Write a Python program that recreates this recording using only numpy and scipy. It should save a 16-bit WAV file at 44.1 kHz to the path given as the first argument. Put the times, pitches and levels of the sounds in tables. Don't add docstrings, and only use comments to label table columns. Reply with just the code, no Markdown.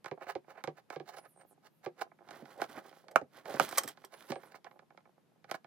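import sys
import numpy as np
from scipy import signal
from scipy.fft import rfft, irfft
from scipy.io import wavfile

SR = 44100
rng = np.random.default_rng(int(sys.argv[2]) if len(sys.argv) > 2 else 0)


def master(y):
    cut = np.clip(np.atleast_2d(y).T, -1, 1)
    pcm = np.round(cut * 32767)
    wavfile.write(sys.argv[1], SR, pcm.astype(np.int16))


N = 249606
TIME_S = np.arange(N) / SR

# t/s, body/dB, crack/dB
TICKS = [(0.0441, -53, -63), (0.0595, -46.5, -60), (0.267, -54.5, -82), (0.444, -74, -103),
         (0.639, -44, -54.5), (0.902, -47, -60.5), (1.184, -56.5, -69), (1.421, -78, -89),
         (2.0124, -45, -58.5), (2.116, -63, -114), (2.188, -68, -90), (2.288, -56.5, -68),
         (2.3083, -54, -62.5), (2.455, -59.5, -71), (2.6171, -36, -50.5), (2.641, -50.5, -60),
         (2.927, -62, -82), (3.083, -58.5, -67), (3.4559, -53, -65), (3.7255, -46, -63),
         (3.973, -62, -72.5), (4.0397, -56.5, -75), (4.1397, -58, -71), (4.433, -58, -77),
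         (4.5427, -56, -83), (4.6447, -58, -66), (4.712, -64.5, -79), (4.7918, -61.5, -75.5),
         (4.9048, -64, -85.5), (4.9749, -60, -74.5), (5.005, -77, -88), (5.054, -69.5, -91),
         (5.4428, -60.5, -73.5), (5.5128, -40.5, -49), (5.5425, -45, -62), (5.6444, -59.5, -74.5)]
# t/s, thump/dB, body/dB, crack/dB
KNOCKS = [(0.1127, -44, -44.5, -65.5), (0.3522, -42, -42.5, -61.5), (0.6745, -43.5, -41, -59.5),
          (0.9603, -47, -45.5, -63.5), (0.9990, -48.5, -50.5, -66.5), (1.8613, -42, -42.5, -62),
          (4.3195, -53, -40.5, -53), (4.3565, -53, -46.5, -66)]
BUMPS = [(2.422, -51.5, -59, -100), (3.214, -48.5, -47.5, -75), (3.541, -44, -42.5, -58),
         (3.606, -42, -38.5, -54), (3.845, -51, -55, -68.5), (4.301, -39.5, -52, -78)]
CLINKS = [(2.577, -63, -77, -73), (2.693, -74, -69, -69), (3.112, -66, -65, -66),
          (3.4966, -67.5, -62, -64.5), (3.689, -67.5, -52, -50.5), (3.71, -74, -57.5, -56.5),
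          (3.7743, -67, -38.5, -39), (3.7812, -56, -32, -28), (3.8343, -71.5, -51.5, -48),
          (3.8765, -57, -50, -46.5), (3.8855, -75, -62, -49.5), (4.047, -57, -69, -56.5)]
CLACKS = [(3.1593, -41, -22.5, -42), (3.5983, -44, -25.5, -39.5)]
# low/Hz, high/Hz
CONTACT_BANDS = [(100, 450), (450, 2600), (2600, 16000)]
# t/s, length/s, body/dB, grit/dB
STROKES = [(0.056, 0.042, -52, -68.5), (0.205, 0.043, -42, -61.5), (0.266, 0.059, -38, -51.5),
           (0.474, 0.06, -52.5, -67), (0.538, .085, -52, -74.5), (0.757, 0.05, -55, -67.5),
           (0.908, 0.052, -47, -61.5), (1.06, 0.052, -49, -56.5), (1.105, 0.067, -53.5, -66),
           (1.152, 0.052, -50.5, -58), (1.222, 0.058, -55.5, -74.5), (1.382, 0.051, -59.5, -75),
           (1.633, 0.053, -56.5, -64), (1.828, 0.035, -52, -63), (1.963, 0.05, -54.5, -66.5),
           (2.002, 0.034, -39.5, -49.5), (4.113, 0.047, -50.5, -59.5), (4.283, 0.039, -42.5, -48),
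           (4.498, 0.04, -58, -67.5), (4.532, 0.046, -54, -61.5), (4.65, 0.037, -49.5, -75.5),
           (5.482, 0.03, -48.5, -64.5), (5.531, 0.037, -45, -56.5)]
# t/s, length/s, rub/dB, hiss/dB
SLIDES = [(2.255, 0.18, -54, -65), (2.43, 0.15, -59.5, -66), (2.575, 0.096, -47.5, -59.5),
          (2.68, 0.071, -53.5, -61), (2.74, 0.068, -45.5, -58), (2.82, 0.098, -58, -66),
          (2.89, 0.16, -66, -70), (3.32, 0.1, -56, -63.5), (3.45, 0.11, -47.5, -56.5),
          (3.475, 0.23, -46, -56), (3.59, 0.082, -46.5, -44), (3.65, .16, -48.5, -52.5),
          (3.785, 0.1, -51.5, -64.5), (3.86, 0.07, -56, -57.5), (3.95, 0.15, -66, -73),
          (4.14, .15, -60.5, -64.5), (4.36, 0.16, -60, -71)]
# t/s, length/s, level/dB
CREEPS = [(0.15, 0.37, -57), (0.95, 0.66, -71.5), (1.9, 0.68, -69), (2.75, .35, -69), (4.38, 1, -73)]
DRAGS = [(2.565, 0.095, -48), (3.055, 0.2, -58.5), (3.455, 0.065, -44)]
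RATTLES = [(3.6, .32, -58.5)]
# t/s, length/s, start f/Hz, end f/Hz, width/Hz, relative level/dB
SQUEAKS = [(1.156, 0.063, 10200, 9700, 340, -66.5), (1.199, 0.079, 10600, 9500, 1300, -72.5),
           (1.264, 0.088, 12300, 9900, 1700, -70), (1.303, 0.15, 9200, 8600, 1000, -77.5),
           (1.354, 0.09, 8800, 8660, 340, -68.5), (1.456, 0.093, 14000, 8000, 2700, -70.5),
           (1.693, 0.14, 13300, 11100, 2600, -83.5)]
# f/Hz, width/Hz, gain/dB
SKIN_MODES = [(151.3, 70, -6.5), (356.7, 45, 4), (531, 80, -1), (727, 120, 1.5), (845, 74, 1.5),
              (1030.5, 50, -1.5), (1272, 120, -4), (1492, 100, -4), (1700, 130, -5), (2256, 370, -10),
              (3150, 660, -10), (4200, 2800, -14), (13000, 3000, -25.5)]
PANEL_MODES = [(150.6, 16, -6), (284, 44, -6.5), (362.3, 132, 4), (362, 48, 8), (476, 55, -0.5),
               (550, 115, 1.5), (722, 87, 1.5), (765, 88, 2), (966, 73, -11), (1156, 50, -10),
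               (1650, 150, -17), (2180, 410, -17.5), (4000, 2600, -22)]
FRAME_MODES = [(98, 29, -19), (143, 17, -3), (247, 42, -3.5), (292.3, 36, -4), (520, 87, 4), (843, 120, -5),
               (1200, 800, -26.5), (2160, 800, -21.5), (5250, 5400, -31.5)]
SHELL_MODES = [(152, 22, -16), (320, 200, -10), (510, 190, -6), (780, 200, 2.5), (1003, 90, -8),
               (1235, 230, 0), (1700, 550, -9.5), (2200, 500, -11.5), (3080, 200, -21), (5300, 2200, -26),
               (13500, 5000, -33)]
CHAIN_MODES = [(377, 140, -16.5), (745, 190, -4.5), (1211.4, 110, -2.5), (1830, 370, -7.5), (3190, 110, -3),
               (3560, 440, -10.5), (4800, 700, -9.5), (5430, 220, -1.5), (6380, 400, -8.5),
               (7380, 260, -4.5), (8350, 220, -3.5), (10990, 200, -2), (12300, 5500, -5.5),
               (13700, 1000, 0)]
CREASE_MODES = [(1600, 600, -1), (2400, 170, 2.5), (3220, 600, -3), (5000, 1600, -7.5)]
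# f/Hz, relative level/dB
ROOM_SPECTRUM = [(25, -47), (60, -30), (100, -12), (155, 2), (230, -2.5), (400, -7.5), (760, -13),
                 (1100, -16.5), (2000, -22), (4000, -27), (8000, -33.5), (13000, -30.5), (16000, -69)]
RUB_SPECTRUM = [(60, -27.5), (150, -12.5), (260, -5), (480, -4), (780, -4), (1000, -6.5), (1400, -7),
                (2200, -14), (3200, -32.5)]
HISS_SPECTRUM = [(1800, -20.5), (3000, -1.5), (5000, -6), (8000, -10), (12000, -3), (16000, -10)]
FLAKE_SPECTRUM = [(1900, -12), (2900, -2), (4800, 0), (7000, -6), (10000, -9), (16000, -11)]


def from_db(db):
    return 10 ** (np.asarray(db) / 20)


def rms_one(x):
    return x / np.sqrt(np.mean(x ** 2) + 1e-20)


def band(x, edges_hz, order):
    sos = signal.butter(order, np.clip(edges_hz, 10, .45 * SR), "band", fs=SR, output="sos")
    return signal.sosfilt(sos, x)


def colour(x, spectrum):
    hz, db = np.transpose(spectrum)
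    f = np.fft.rfftfreq(N, 1 / SR) + 1
    rolloff = 1 / (1 + (f / hz[-1] / 2) ** 4) / (1 + (hz[0] / f / 2) ** 4)
    gain = from_db(np.interp(np.log(f), np.log(hz), db))
    return rms_one(irfft(rfft(x) * rolloff * gain, N))


def drift(rate_hz):
    knots = rng.standard_normal(int(rate_hz * N / SR) + 2)
    return rms_one(np.interp(TIME_S * rate_hz, np.arange(len(knots)), knots))


def resonate(x, modes):
    out = 0
    for k, (hz, width_hz, db) in enumerate(modes):
        r = np.exp(-np.pi * width_hz / SR)
        poles = [1, -(1 + r * r) * np.cos(2 * np.pi * hz / SR), r * r]
        gain = (-1) ** k * from_db(db) * (1 - r * r) / 2
        out = out + gain * signal.lfilter([1, 0, -1], poles, x + 1e-18)
    return out


def disperse(x, delay_s):
    f = np.fft.rfftfreq(2 * len(x), 1 / SR)
    cycles = delay_s * (2 * np.sqrt(1000 * f) - f / np.sqrt(12))
    return irfft(rfft(x, 2 * len(x)) * np.exp(-2j * np.pi * cycles))[:len(x)]


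def grains(per_s, spread_db, clump_db, clump_hz):
    sizes = from_db(spread_db * np.minimum(rng.exponential(1, N), 4)) * rng.choice([-1, 1], N)
    hits = rng.random(N) < per_s / SR
    return rms_one(sizes * hits * from_db(clump_db * drift(clump_hz)))


def swells(rows, peak_share, edge_db, curve):
    power = np.zeros((len(rows[0]) - 2, N))
    for start_s, length_s, *levels_db in rows:
        near = slice(*np.searchsorted(TIME_S, [start_s - length_s, start_s + 2 * length_s]))
        offset = (TIME_S[near] - start_s) / length_s - peak_share
        from_peak = np.maximum(-offset / peak_share, offset / (1 - peak_share))
        power[:, near] += np.outer(from_db(levels_db), from_db(edge_db * from_peak ** curve)) ** 2
    return np.sqrt(power)


def contacts(rows, modes, delay_s, scatter_db, scatter_t60_s, hard_db):
    size, lead = SR // 5, SR // 100
    t, f = np.arange(size) / SR, np.fft.rfftfreq(size, 1 / SR) + 1
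    log_corners = np.log(np.array(CONTACT_BANDS) * [1.15, 1 / 1.15]).ravel()
    out = np.zeros(N + size)
    for (start_s, *levels_db), noise in zip(rows, rng.standard_normal((len(rows), size))):
        scatter = noise * from_db(-60 * t / scatter_t60_s) * (1 - np.exp(-t / .00041))
        force = (t == 0) + from_db(scatter_db) * scatter / np.linalg.norm(scatter)
        top_hz = np.clip(16000 * from_db((levels_db[-1] - hard_db) / 2), 4500, 18000)
        force = band(force, [85, top_hz], order=2)
        travel_s = delay_s * (1 + .2 * np.tanh(noise[-1]))
        ringing = disperse(resonate(force, modes), travel_s)
        spectrum = rfft(np.roll(ringing, lead))
        energy = [2 * np.sum(abs(spectrum[(f > lo) & (f < hi)]) ** 2) / size for lo, hi in CONTACT_BANDS]
        band_db = 10 * np.log10(np.array(energy) / (.025 * SR))
        tilt_db = np.interp(np.log(f), log_corners, np.repeat(levels_db - band_db, 2))
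        at = int(start_s * SR) - lead
        out[at:at + size] += irfft(spectrum * from_db(tilt_db), size)
    return out[:N]


def room_tone(mid_db=-73.5):
    mid, side = (colour(noise, ROOM_SPECTRUM) for noise in rng.standard_normal((2, N)))
    return from_db(mid_db) * (mid + from_db(-3) * side * [[1], [-1]])


def point_ticks(thump_re_body_db=-10):
    rows = [(start_s, body_db + thump_re_body_db, body_db, crack_db)
            for start_s, body_db, crack_db in TICKS]
    return contacts(rows, SKIN_MODES, delay_s=.001, scatter_db=-2.5, scatter_t60_s=.04, hard_db=-53)


def scratching():
    body, grit = swells(STROKES, peak_share=.59, edge_db=-20, curve=1.17)
    slips = grains(per_s=4000, spread_db=3.2, clump_db=2.4, clump_hz=200)
    ringing = disperse(resonate(slips, SKIN_MODES), delay_s=.001)
    skin = rms_one(band(ringing, [420, 2500], order=4))
    return body * skin + grit * colour(slips, FLAKE_SPECTRUM)


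def point_knocks():
    return contacts(KNOCKS, PANEL_MODES, delay_s=.0022, scatter_db=-4, scatter_t60_s=.08, hard_db=-44)


def creeping():
    level, = swells(CREEPS, peak_share=.5, edge_db=-10, curve=4)
    taps = grains(per_s=20, spread_db=1.5, clump_db=1, clump_hz=10)
    return level * rms_one(band(resonate(taps, SKIN_MODES), [260, 1000], order=2))


def squeaks(repeat_s=2.96):
    out = np.zeros(N)
    for offset_s, run_db in ((0, -1.5), (repeat_s, -4)):
        for start_s, length_s, from_hz, to_hz, width_hz, db in SQUEAKS:
            progress = np.linspace(0, 1, int(length_s * SR))
            size = len(progress)
            noise = rng.standard_normal(size) + 1j * rng.standard_normal(size)
            waver = signal.sosfilt(signal.butter(2, width_hz / 2, fs=SR, output="sos"), noise)
            phase = 2 * np.pi * np.cumsum(from_hz + (to_hz - from_hz) * progress) / SR
            whistle = (waver * np.exp(1j * phase)).real * np.sin(np.pi * progress)
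            at = int((start_s + offset_s) * SR)
            out[at:at + size] += from_db(db + run_db) * rms_one(whistle)
    return out * from_db([[-4], [.5]])


def sleeve(crease_re_hiss_db=-4):
    rub, hiss = swells(SLIDES, peak_share=.53, edge_db=-15.5, curve=1.8)
    fibres = grains(per_s=6000, spread_db=3.6, clump_db=2.2, clump_hz=200)
    hand = grains(per_s=5000, spread_db=2.5, clump_db=2.6, clump_hz=120)
    snaps = grains(per_s=110, spread_db=2.5, clump_db=1.5, clump_hz=40)
    creases = rms_one(band(resonate(snaps, CREASE_MODES), [900, 12000], order=1))
    cloth = colour(fibres, HISS_SPECTRUM) + from_db(crease_re_hiss_db) * creases
    return rub * colour(hand, RUB_SPECTRUM) + hiss * cloth


def hand_bumps():
    return contacts(BUMPS, FRAME_MODES, delay_s=.0012, scatter_db=-1, scatter_t60_s=.07, hard_db=-33)


def fingertips():
    level, = swells(DRAGS, peak_share=.55, edge_db=-12, curve=3)
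    slips = grains(per_s=900, spread_db=1.5, clump_db=1.5, clump_hz=80)
    return level * rms_one(band(resonate(slips, FRAME_MODES), [380, 1500], order=2))


def chain_clinks():
    return contacts(CLINKS, CHAIN_MODES, delay_s=.00018, scatter_db=9, scatter_t60_s=.037, hard_db=-80)


def grip_clacks():
    return contacts(CLACKS, SHELL_MODES, delay_s=.0006, scatter_db=-7, scatter_t60_s=.043, hard_db=-42)


def chain_rattle():
    level, = swells(RATTLES, peak_share=.55, edge_db=-14, curve=3)
    touches = grains(per_s=350, spread_db=3, clump_db=2, clump_hz=60)
    return level * rms_one(resonate(touches, CHAIN_MODES))


def from_right(x, tilt_db, lag_samples, shadow_hz=190):
    f = np.fft.rfftfreq(N, 1 / SR)
    gain = from_db(tilt_db * f ** 2 / (f ** 2 + shadow_hz ** 2))
    lag = np.exp(-2j * np.pi * f * lag_samples / SR)
    return irfft(rfft(x) * np.array([lag / gain, gain]), N)


def reflections(x, edges_hz, gap_s, length_s, t60_s, wet_db):
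    t = np.arange(int(length_s * SR)) / SR
    noise = band(rng.standard_normal((2, len(t))), edges_hz, order=1)
    tails = noise * from_db(-60 * t / t60_s) * (t > gap_s)
    tails /= np.linalg.norm(tails, axis=1, keepdims=True)
    return from_db(wet_db) * signal.oaconvolve(x[None], tails, axes=1)[:, :N]


def scene():
    knocks, bumps, ticks = point_knocks(), hand_bumps(), point_ticks()
    clacks, clinks = grip_clacks(), chain_clinks()
    on_prop = [knocks, bumps + fingertips(), ticks, clacks, scratching() + creeping()]
    arm, chain = sleeve(), clinks + chain_rattle()
    sources = on_prop + [arm, chain]
    direct = (from_right(sum(on_prop), tilt_db=4.7, lag_samples=2.68)
              + from_right(arm, tilt_db=3.8, lag_samples=1.8)
              + from_right(chain, tilt_db=2, lag_samples=1.15))
    early = sum(reflections(source, [250, 15000], gap_s=.0005, length_s=.05, t60_s=.03, wet_db=-15)
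                for source in sources)
    room_tail = reflections(sum(sources), [110, 5000], gap_s=.006, length_s=.5, t60_s=.1, wet_db=-16.5)
    return direct + early + room_tail + squeaks() + room_tone()


def record(dry):
    cutoff_hz = 16300
    return signal.sosfilt(signal.ellip(10, .1, 70, cutoff_hz, fs=SR, output="sos"), dry)


dry = scene()
out = record(dry)
master(out)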